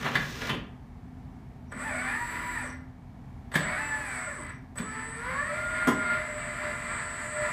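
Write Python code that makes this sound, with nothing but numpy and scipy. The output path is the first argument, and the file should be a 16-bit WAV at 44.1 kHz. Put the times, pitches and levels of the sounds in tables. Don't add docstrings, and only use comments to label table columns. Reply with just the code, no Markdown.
import sys
import numpy as np
from scipy import signal
from scipy.fft import rfft, irfft, next_fast_len
from scipy.io import wavfile
from scipy.ndimage import uniform_filter1d, minimum_filter1d, map_coordinates

SR = 44100
rng = np.random.default_rng(int(sys.argv[2]) if len(sys.argv) > 2 else 0)


def master(y):
    cut = np.clip(np.atleast_2d(y).T, -1, 1)
    pcm = np.round(cut * 32767)
    wavfile.write(sys.argv[1], SR, pcm.astype(np.int16))


def undo_db(level):
    steps = np.asarray(level, float) / 20
    return 10 ** steps


N = 331632
TIME = np.arange(N) / SR
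REFERENCE_SPEED_HZ = 295


def unit(x):
    return x / np.sqrt(np.mean(x ** 2) + 1e-20)


def along(points, hz):
    f, v = np.transpose(points)
    return np.interp(np.log(hz + 1), np.log(f + 1), v)


def wobble(rate):
    steps = np.arange(0, N + 64, 64) / SR
    knots = rng.standard_normal(int(N * rate / SR) + 4)
    return np.interp(TIME, steps, map_coordinates(knots, [steps * rate]))


def noise():
    return rng.standard_normal(N)


def peak(hz, centre, width):
    return 1 / (1 + (2 * (hz - centre) / width) ** 2)


def coloured(x, spectrum, modes=()):
    m = 2 ** 14
    f = np.fft.rfftfreq(m, 1 / SR)
    power = 1 + sum(undo_db(2 * db) * peak(f, c, w) for c, w, db in modes)
    cep = irfft(np.log(undo_db(along(spectrum, f)) * np.sqrt(power) + 1e-6), m)
    cep[1:m // 2] *= 2
    cep[m // 2 + 1:] = 0
    return signal.oaconvolve(x, irfft(np.exp(rfft(cep)), m))[:N]


# (frequency [Hz], level [dB per Hz])
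RUMBLE = [(13, -12), (22, -10), (127, -4.5), (219, -9.5), (252, -8), (350, -25.5), (380, -20), (542, -30),
          (732, -21), (1450, -33), (1810, -31.5), (2440, -39.5), (15300, -58)]
# (frequency [Hz], width [Hz], level [dB])
DUCT_MODES = [(43, 23, 7), (80.4, 6, 7), (125.6, 4.5, 7), (167, 37, -6), (237.6, 9.7, -2), (720, 770, 0),
              (2250, 96, 5.5)]
# (frequency [Hz], level [dB])
FAN_BLADE = (250, -53.5)


def air():
    hz, db = FAN_BLADE
    blade = 1.27 * undo_db(db + 4.0 * wobble(3.0)) * np.sin(2 * np.pi * hz * TIME + 4.6 * wobble(4))
    rumble_db = -44.5 + 0.8 * wobble(3.05)
    return undo_db(rumble_db) * unit(coloured(noise(), RUMBLE, DUCT_MODES)) + blade


# (frequency [Hz], time [s])
ECHO_T60 = [(150, 0.47), (1000, 0.51), (4000, 0.37), (12000, 0.19)]


def room(x):
    hz, t, z = signal.stft(rng.standard_normal(SR // 2), SR, nperseg=256)
    fading = z * undo_db(-60 * t / along(ECHO_T60, hz)[:, None])
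    tail = signal.istft(fading, SR, nperseg=256)[1]
    late = np.pad(x, (300, 0))
    return signal.fftconvolve(late, tail / np.linalg.norm(tail))[:N]


# (frequency [Hz], width [Hz], level [dB])
TABLE_MODES = [(140, 63, 0), (208, 52, 7.5), (302, 76, 0.5), (396, 99, -1)]


def on_table(x):
    m = next_fast_len(N + SR // 2)
    f = np.fft.rfftfreq(m, 1 / SR)
    response = sum((-1) ** k * undo_db(db) * 1j * f * w / (c * c - f * f + 1j * f * w)
                   for k, (c, w, db) in enumerate(TABLE_MODES))
    return irfft(rfft(x, m) * response, m)[:N]


# (time [s], peak [dB], tone [Hz], time to die by 60 dB [s])
SHOVES = [
    (0.044, -29, 140, 0.079),
    (0.149, -26, 142, 0.19),
    (0.493, -24, 131, 0.14),
    (0.523, -39, 152, 0.12),
    (1.755, -38.5, 214, 0.52),
    (3.554, -20.5, 159, 0.099),
    (3.587, -22.5, 174, 0.095),
    (4.798, -27, 197, 0.16),
    (5.871, -18, 255, 0.14),
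    (5.879, -23, 277.4, 0.22),
]


def thumps():
    shake, tone, t = np.zeros(N + SR), np.zeros(N + SR), np.arange(SR // 3) / SR
    for s, db, hz, t60 in SHOVES:
        swell = undo_db(db - 60 * t / t60) * (1 - np.exp(-t / 0.0017))
        shake[round(s * SR):][:len(t)] += swell * rng.standard_normal(len(t))
        tone[round(s * SR):][:len(t)] += swell * np.sin(2 * np.pi * hz * t)
    return undo_db(12.5) * on_table(shake[:N]) + 0.89 * tone[:N]


# (time [s], peak [dB], upper ring [dB], bucket ring [dB], crack [dB])
CONTACTS = [(0.052, -24.5, -18, -22, -15), (0.152, -21, 4, -22, -12), (0.414, -38.5, 6, -1, -17),
            (0.428, -41, -1, -10, -6), (0.493, -25.5, -2, -16, -10), (1.718, -32.5, -13.5, -28, -20),
            (3.515, -34.5, -3, -36, -12), (3.54, -25, -1.5, -20, -12), (3.553, -21.5, 4, -20, -2.5),
            (3.604, -28.5, 1.5, -30, -22), (4.755, -38, -12, -30, -8), (4.782, -32.5, 3.5, -20, -4),
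            (5.872, -15.5, -21, -22, -10.5), (5.881, -18, -31, -18, -9)]
# (frequency [Hz], size)
BUCKET_TONES = [(3240, 1), (3370, .6), (3540, .45), (2900, .4)]
# (frequency [Hz], width [Hz], level over the broad response [dB])
HOUSING_MODES = [(1011, 89, 8.5), (1213, 80, 8), (1394, 34, 10.5), (1761, 135, 10), (2015, 64, 9),
                 (2336, 117, 6.5), (3260, 31, -10), (4520, 46, 7.5)]


def clunks():
    out, t = np.zeros((4, N + SR)), np.arange(SR // 4) / SR
    for s, db, upper_db, bucket_db, crack_db in CONTACTS:
        low, upper, crack, rattle = rng.standard_normal((4, len(t)))
        decay = undo_db(-60 * t / 0.033) + 0.57 * undo_db(-60 * t / 0.13)
        chatter = decay * (1 - np.exp(-t / 0.0024))
        bucket = sum(size * undo_db(rng.normal(0, 1.5)) * np.sin(2 * np.pi * hz * t)
                     for hz, size in BUCKET_TONES)
        bucket = bucket * (1 + 0.5 * uniform_filter1d(rattle, size=12))
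        rows = [chatter * low, undo_db(upper_db) * chatter * upper, undo_db(crack_db) * chatter * crack,
                0.76 * undo_db(bucket_db - 60 * t / 0.15) * bucket]
        out[:, round(s * SR):][:, :len(t)] += undo_db(db) * np.array(rows)
    low, upper, crack, bucket = out[:, :N]
    dull = [(250, -18.5), (500, 0.5), (900, -2.5), (1350, -2.5), (2000, -8), (5000, -58)]
    ring = [(900, -55), (1600, 4), (2400, -9.0), (3600, -5.5), (7000, -33)]
    bright = [(2500, -50), (4500, -9.5), (7000, -5.5), (12000, -9.5), (15500, -15)]
    metal = coloured(low, dull, HOUSING_MODES) + coloured(upper, ring, HOUSING_MODES)
    return undo_db(5.5) * metal + undo_db(1.5) * coloured(crack, bright) + bucket


# (frequency [Hz], level [dB per Hz])
PIN_SHIVER = [(1500, -34), (2100, -2), (2900, 7), (3500, 1.5), (3900, -22), (4700, -9), (6000, -46)]


def settle():
    since = TIME - 0.495
    shape = (since > 0) * undo_db(-32.5 - 60 * np.abs(since) / 0.23 + 2.3 * wobble(59.6))
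    return shape * unit(coloured(noise(), PIN_SHIVER))


# (time [s], gear level [dB], table level [dB])
GEAR_JOLTS = [
    (0.067, -21.5, -34.5),
    (.156, -26.5, -42),
    (.215, -38, -51),
    (.434, -32.5, -67),
    (.5, -26.5, -37.5),
    (0.547, -59, -30.5),
]
# (frequency [Hz], level [dB per Hz])
GEAR_RATTLE = [(240, -28), (400, -4), (922, -11), (1030, -11), (1710, -10), (1850, -11.5), (2280, -13),
               (3500, -15.5), (4550, -21.5), (7700, -120)]
# (frequency [Hz], level [dB per Hz])
GEAR_HISS = [(1470, -32), (2500, -7.5), (5280, -7.5), (5920, -8), (10200, -23.5), (13800, -20),
             (15500, -19)]


def slew():
    stop_s, fade_s = 0.506, 0.014
    turning = 1 / (1 + np.exp(np.clip((TIME - stop_s) / (fade_s / 2), -50, 50)))

    def jolt(s):
        rise_s, fall_s = 0.022, 0.017
        return np.exp(np.minimum((TIME - s) / rise_s, (s - TIME) / fall_s))

    teeth = noise() * undo_db(1.9 * wobble(251.2))
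    rattle = undo_db(-42.5) * turning + sum(undo_db(db) * jolt(s) for s, db, _ in GEAR_JOLTS)
    shake = undo_db(-47.5) * turning + sum(undo_db(db) * jolt(s) for s, _, db in GEAR_JOLTS)
    gear = undo_db(-7) * rattle * unit(coloured(teeth, GEAR_RATTLE, HOUSING_MODES))
    hiss = undo_db(-48 + 0.83 * wobble(15.4)) * turning * unit(coloured(teeth, GEAR_HISS))
    return gear + hiss + shake * unit(on_table(noise()))


# (time [s], half length [s], level [dB])
VALVE_SQUEAKS = [
    (1.71, 0.029, -70),
    (2.697, 0.041, -59),
    (4.54, .04, -70),
]


def servo():
    shape = sum(undo_db(db) * np.exp(-((TIME - s) / half) ** 2) for s, half, db in VALVE_SQUEAKS)
    band = [(5000, -61), (5550, 8), (5800, 2), (6050, 4), (6600, -50)]
    return shape * unit(coloured(noise(), band))


# (time [s], oil flow [dB], controller current [dB],
# hose pressure over the flow [dB])
BURST_EFFORT = [
    [(1.7, -47, -75, 0), (1.8, -40, -53.5, -2.5), (1.9, -38.5, -55.5, 7.5), (1.98, -34.5, -53, 2),
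     (2.16, -38.5, -54, -5), (2.4, -35.5, -56, -4), (2.58, -38, -54.5, -12), (2.67, -43.5, -55.5, 4.5),
     (2.74, -47.5, -72, 6)],
    [(3.52, -46, -61, -12), (3.6, -43.5, -58, 4.5), (3.66, -35, -55.5, -2), (3.79, -35, -54.5, -9.5),
     (4.0, -36.5, -54.5, 4.5), (4.16, -34.5, -51.5, -9), (4.3, -39, -56, 3.5), (4.42, -44.5, -55.5, -4),
     (4.51, -47, -63.5, -8)],
    [(4.755, -41, -57.5, -1), (4.85, -41, -56, 5), (4.95, -37, -57, -7), (5.6, -36.5, -56, -3.5),
     (6.2, -35.5, -57, -3), (6.42, -36, -57, -2.5), (6.74, -35.5, -55.5, -7), (7.06, -36.5, -54.5, -12.5),
     (7.52, -36, -52.5, 4)],
]


def control(column, fade_db_per_s):
    switch_on_s = 0.021
    out = np.full(N, -120.)
    for rows in BURST_EFFORT:
        s, level = np.transpose(rows)[[0, column]]
        early = np.clip((s[0] + switch_on_s - TIME) / switch_on_s, 0, 4) ** 2
        fade = fade_db_per_s * np.clip(TIME - s[-1], 0, None)
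        out = np.maximum(out, np.interp(TIME, s, level) - 25 * early - fade)
    return out


def current():
    inrush_db, inrush_s = 10.5, 0.024
    inrush = sum(np.exp(-((TIME - rows[0][0] - inrush_s) / (inrush_s / 2)) ** 2)
                 for rows in BURST_EFFORT)
    return control(column=2, fade_db_per_s=398) + inrush_db * inrush


# (time [s], speed [Hz])
BURST_SPEED = [
    [(1.71, 30), (1.86, 306), (1.94, 238), (2.09, 263), (2.19, 318), (2.27, 324), (2.55, 325), (2.64, 245),
     (2.72, 20)],
    [(3.53, 10), (3.6, 215), (3.65, 245), (3.765, 247), (3.795, 293), (4.0, 289), (4.15, 247), (4.27, 240),
     (4.5, 15)],
    [(4.76, 10), (4.84, 143), (5.18, 152), (5.36, 182), (5.55, 231), (5.7, 237), (6.16, 234), (6.31, 227.5),
     (7.52, 227.2)],
]


def field():
    inertia_s = 0.03
    speed = np.interp(TIME, *np.transpose(sum(BURST_SPEED, [])))
    speed = uniform_filter1d(speed, size=int(inertia_s * SR) + 1) * (1 + 0.0021 * wobble(25))
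    return speed, 2 * np.pi * np.cumsum(speed) / SR


# (frequency [Hz], level [dB per Hz])
ROTOR_AIR = [(11500, -40), (12500, -6), (13400, -16), (14300, -6), (15200, -12), (16000, -32)]
# (multiple of the speed, mode [Hz], width [Hz], level over the current [dB])
SLOT_FLARES = [(15, 3545, 70, -4), (39, 10420, 200, -3), (40, 10730, 200, -1)]


def rotor(speed, turn):
    whipped = unit(coloured(noise(), ROTOR_AIR)) * (1 + 0.65 * np.cos(turn))
    flare = sum(undo_db(db) * np.sin(k * turn + 0.8 * wobble(90)) * peak(k * speed, hz, width)
                for k, hz, width, db in SLOT_FLARES)
    return undo_db(-70) * (speed / REFERENCE_SPEED_HZ) ** 5 * whipped + undo_db(current()) * flare


# (multiple of the speed, level [dB])
SIDE_TONES = [(-5, -24), (-4, -21), (-2, -7), (-1, 0), (-.283, -17), (.283, -19), (1, -3), (2, -12),
              (2.64, -26)]
# (frequency [Hz], level [dB])
BELL_RESPONSE = [(6800, -33), (7150, 11), (7400, -43), (7600, 4), (8300, 4.5), (8700, -35), (9000, -17)]


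def whistle(speed, turn):
    carrier_hz = 8053.5
    level_db = current() + 0.5 * wobble(9.4)
    chop = 2 * np.pi * carrier_hz * TIME
    sides = sum(undo_db(db + 3.5 * wobble(9.1) + along(BELL_RESPONSE, carrier_hz + k * speed))
                * np.sin(chop + k * turn) for k, db in SIDE_TONES)
    carrier = 2 * undo_db(level_db - 7.5 + 0.8 * wobble(36)) * np.sin(chop)
    return 1.27 * undo_db(level_db) * sides + carrier


# (multiple of the speed, level [dB])
RIPPLE_TONES = [(1, -9), (3, 3), (4, -33), (4.5, -19), (5.3, -18), (6, -2.5), (6.9, -15), (9, -2),
                (10, -21.5), (12, -7.5)]
# (frequency [Hz], level [dB])
FRAME_RESPONSE = [(230, -6), (450, -8), (690, -15), (880, -7), (970, 0), (1100, 6), (1250, 1), (1360, -6),
                  (1600, -2), (1780, 10), (1950, 1.5), (2060, -1), (2450, -3), (2800, -20)]
# (frequency [Hz], width [Hz], extra gain)
SIDE_PANEL = (1412, 60, 2.8)
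# (pump gear as multiple of the speed, mode [Hz], width [Hz], reach [Hz], noise share)
OIL_HOSE = (2.655, 603, 5.3, 34.5, 0.29)
# (frequency [Hz], level [dB])
SHELL_RESPONSE = [(150, -24.5), (300, -5.5), (700, -10), (1200, -4), (2000, 0.5), (2600, -9.5),
                  (3500, -14.5), (5000, -20), (7000, -78), (9000, -35)]
# (frequency [Hz], level [dB])
STATOR_RESPONSE = [(3000, -15.5), (4500, 0), (6500, -2.5), (9000, 3), (10000, -9), (12500, -11),
                   (13400, -11), (15200, -16)]
# (frequency [Hz], width [Hz], level [dB])
STATOR_RINGS = [(8100, 410, 11), (10050, 130, 9), (10340, 140, 18), (10760, 48, 25), (10440, 150, 15.5),
                (11500, 200, 10), (12500, 360, 4), (14000, 350, 3.5)]


def pump(speed, turn):
    flow_db = control(column=1, fade_db_per_s=220) + 1.96 * wobble(9)
    gear, hose_hz, hose_width, reach, share = OIL_HOSE

    panel_hz, panel_width, panel_gain = SIDE_PANEL
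    sings = panel_gain * (1 + 0.6 * np.cos(turn / 11))
    ripple = np.zeros(N)
    for k, db in RIPPLE_TONES:
        hz = k * speed
        gain = 1 + sings * peak(hz, panel_hz, panel_width) + 1.5 * peak(hz, hose_hz, reach)
        tone_db = db + 2.5 * wobble(28) + along(FRAME_RESPONSE, hz)
        ripple += gain * undo_db(tone_db) * np.sin(k * turn + 0.36 * wobble(20))

    change = np.abs(np.gradient(uniform_filter1d(speed, size=4000))) * SR
    torque_db = 2.5 * np.tanh(change / 120)
    flow = noise() * (1 + 0.14 * np.cos(turn)) * undo_db(0.41 * wobble(30))
    body = undo_db(4.0) * coloured(undo_db(flow_db) * flow, SHELL_RESPONSE, HOUSING_MODES)
    body += undo_db(flow_db - 5.5 + torque_db) * ripple

    steps = 18 * np.exp(1500 * (np.cos(turn) - 1)) + 3.45 * noise()
    stator_db = current() - 12 + 0.25 * 20 * np.log10(speed / REFERENCE_SPEED_HZ)
    stator = coloured(undo_db(stator_db) * steps, STATOR_RESPONSE, STATOR_RINGS)

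    hum = unit(coloured(noise(), [(hose_hz, -60)], [(hose_hz, hose_width, 60)]))
    gear_tone = 2.6 * peak(gear * speed, hose_hz, reach) * np.sin(gear * turn)
    hose = (gear_tone + share * hum) * undo_db(2.5 * wobble(12))
    s, _, _, pressure_db = np.transpose(sum(BURST_EFFORT, []))
    return body + stator + undo_db(flow_db - 2.5 + np.interp(TIME, s, pressure_db)) * hose


def scene():
    motor = field()
    machine = pump(*motor) + rotor(*motor) + servo() + slew() + settle() + clunks() + thumps()
    tone = whistle(*motor)
    echo = room(undo_db(-5.5) * machine + undo_db(-9.5) * tone)
    return (undo_db(-0.5) * machine + tone + echo + air())[None]


def roll_off(x):
    return signal.sosfilt(signal.butter(12, 15710, fs=SR, output="sos"), x)


# (frequency [Hz], level under the whistle [dB])
DROPOUT_LIMIT = [(4000, -70), (5000, -45), (6500, -45), (7300, -45), (8700, -33), (9350, -27), (9600, -43),
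                 (11300, -44), (12200, -42), (13400, -42), (14400, -49), (15300, -48)]


def record(dry):
    hz, _, z = signal.stft(dry, SR, nperseg=1024)
    power = np.abs(z) ** 2
    loud = power[:, (hz > 7500) & (hz < 8500)].sum(axis=1, keepdims=True)
    loud = minimum_filter1d(loud, size=3, axis=2)
    drift = uniform_filter1d(rng.standard_normal(z.shape), size=2, axis=1)
    drift = uniform_filter1d(drift, size=14, axis=2)
    loud = loud * undo_db(2 * 4.5 * unit(drift) + 9)
    patch = uniform_filter1d(uniform_filter1d(power, size=3, axis=1), size=5, axis=2)
    heard = patch > loud * undo_db(2 * along(DROPOUT_LIMIT, hz))[:, None]
    mix = signal.istft(z * heard * (hz < 15340)[:, None], SR, nperseg=1024)[1][:, :N]
    mix = signal.sosfilt(signal.butter(8, 36, "high", fs=SR, output="sos"), mix)
    return roll_off(mix)


dry = scene()
out = record(dry)
master(out)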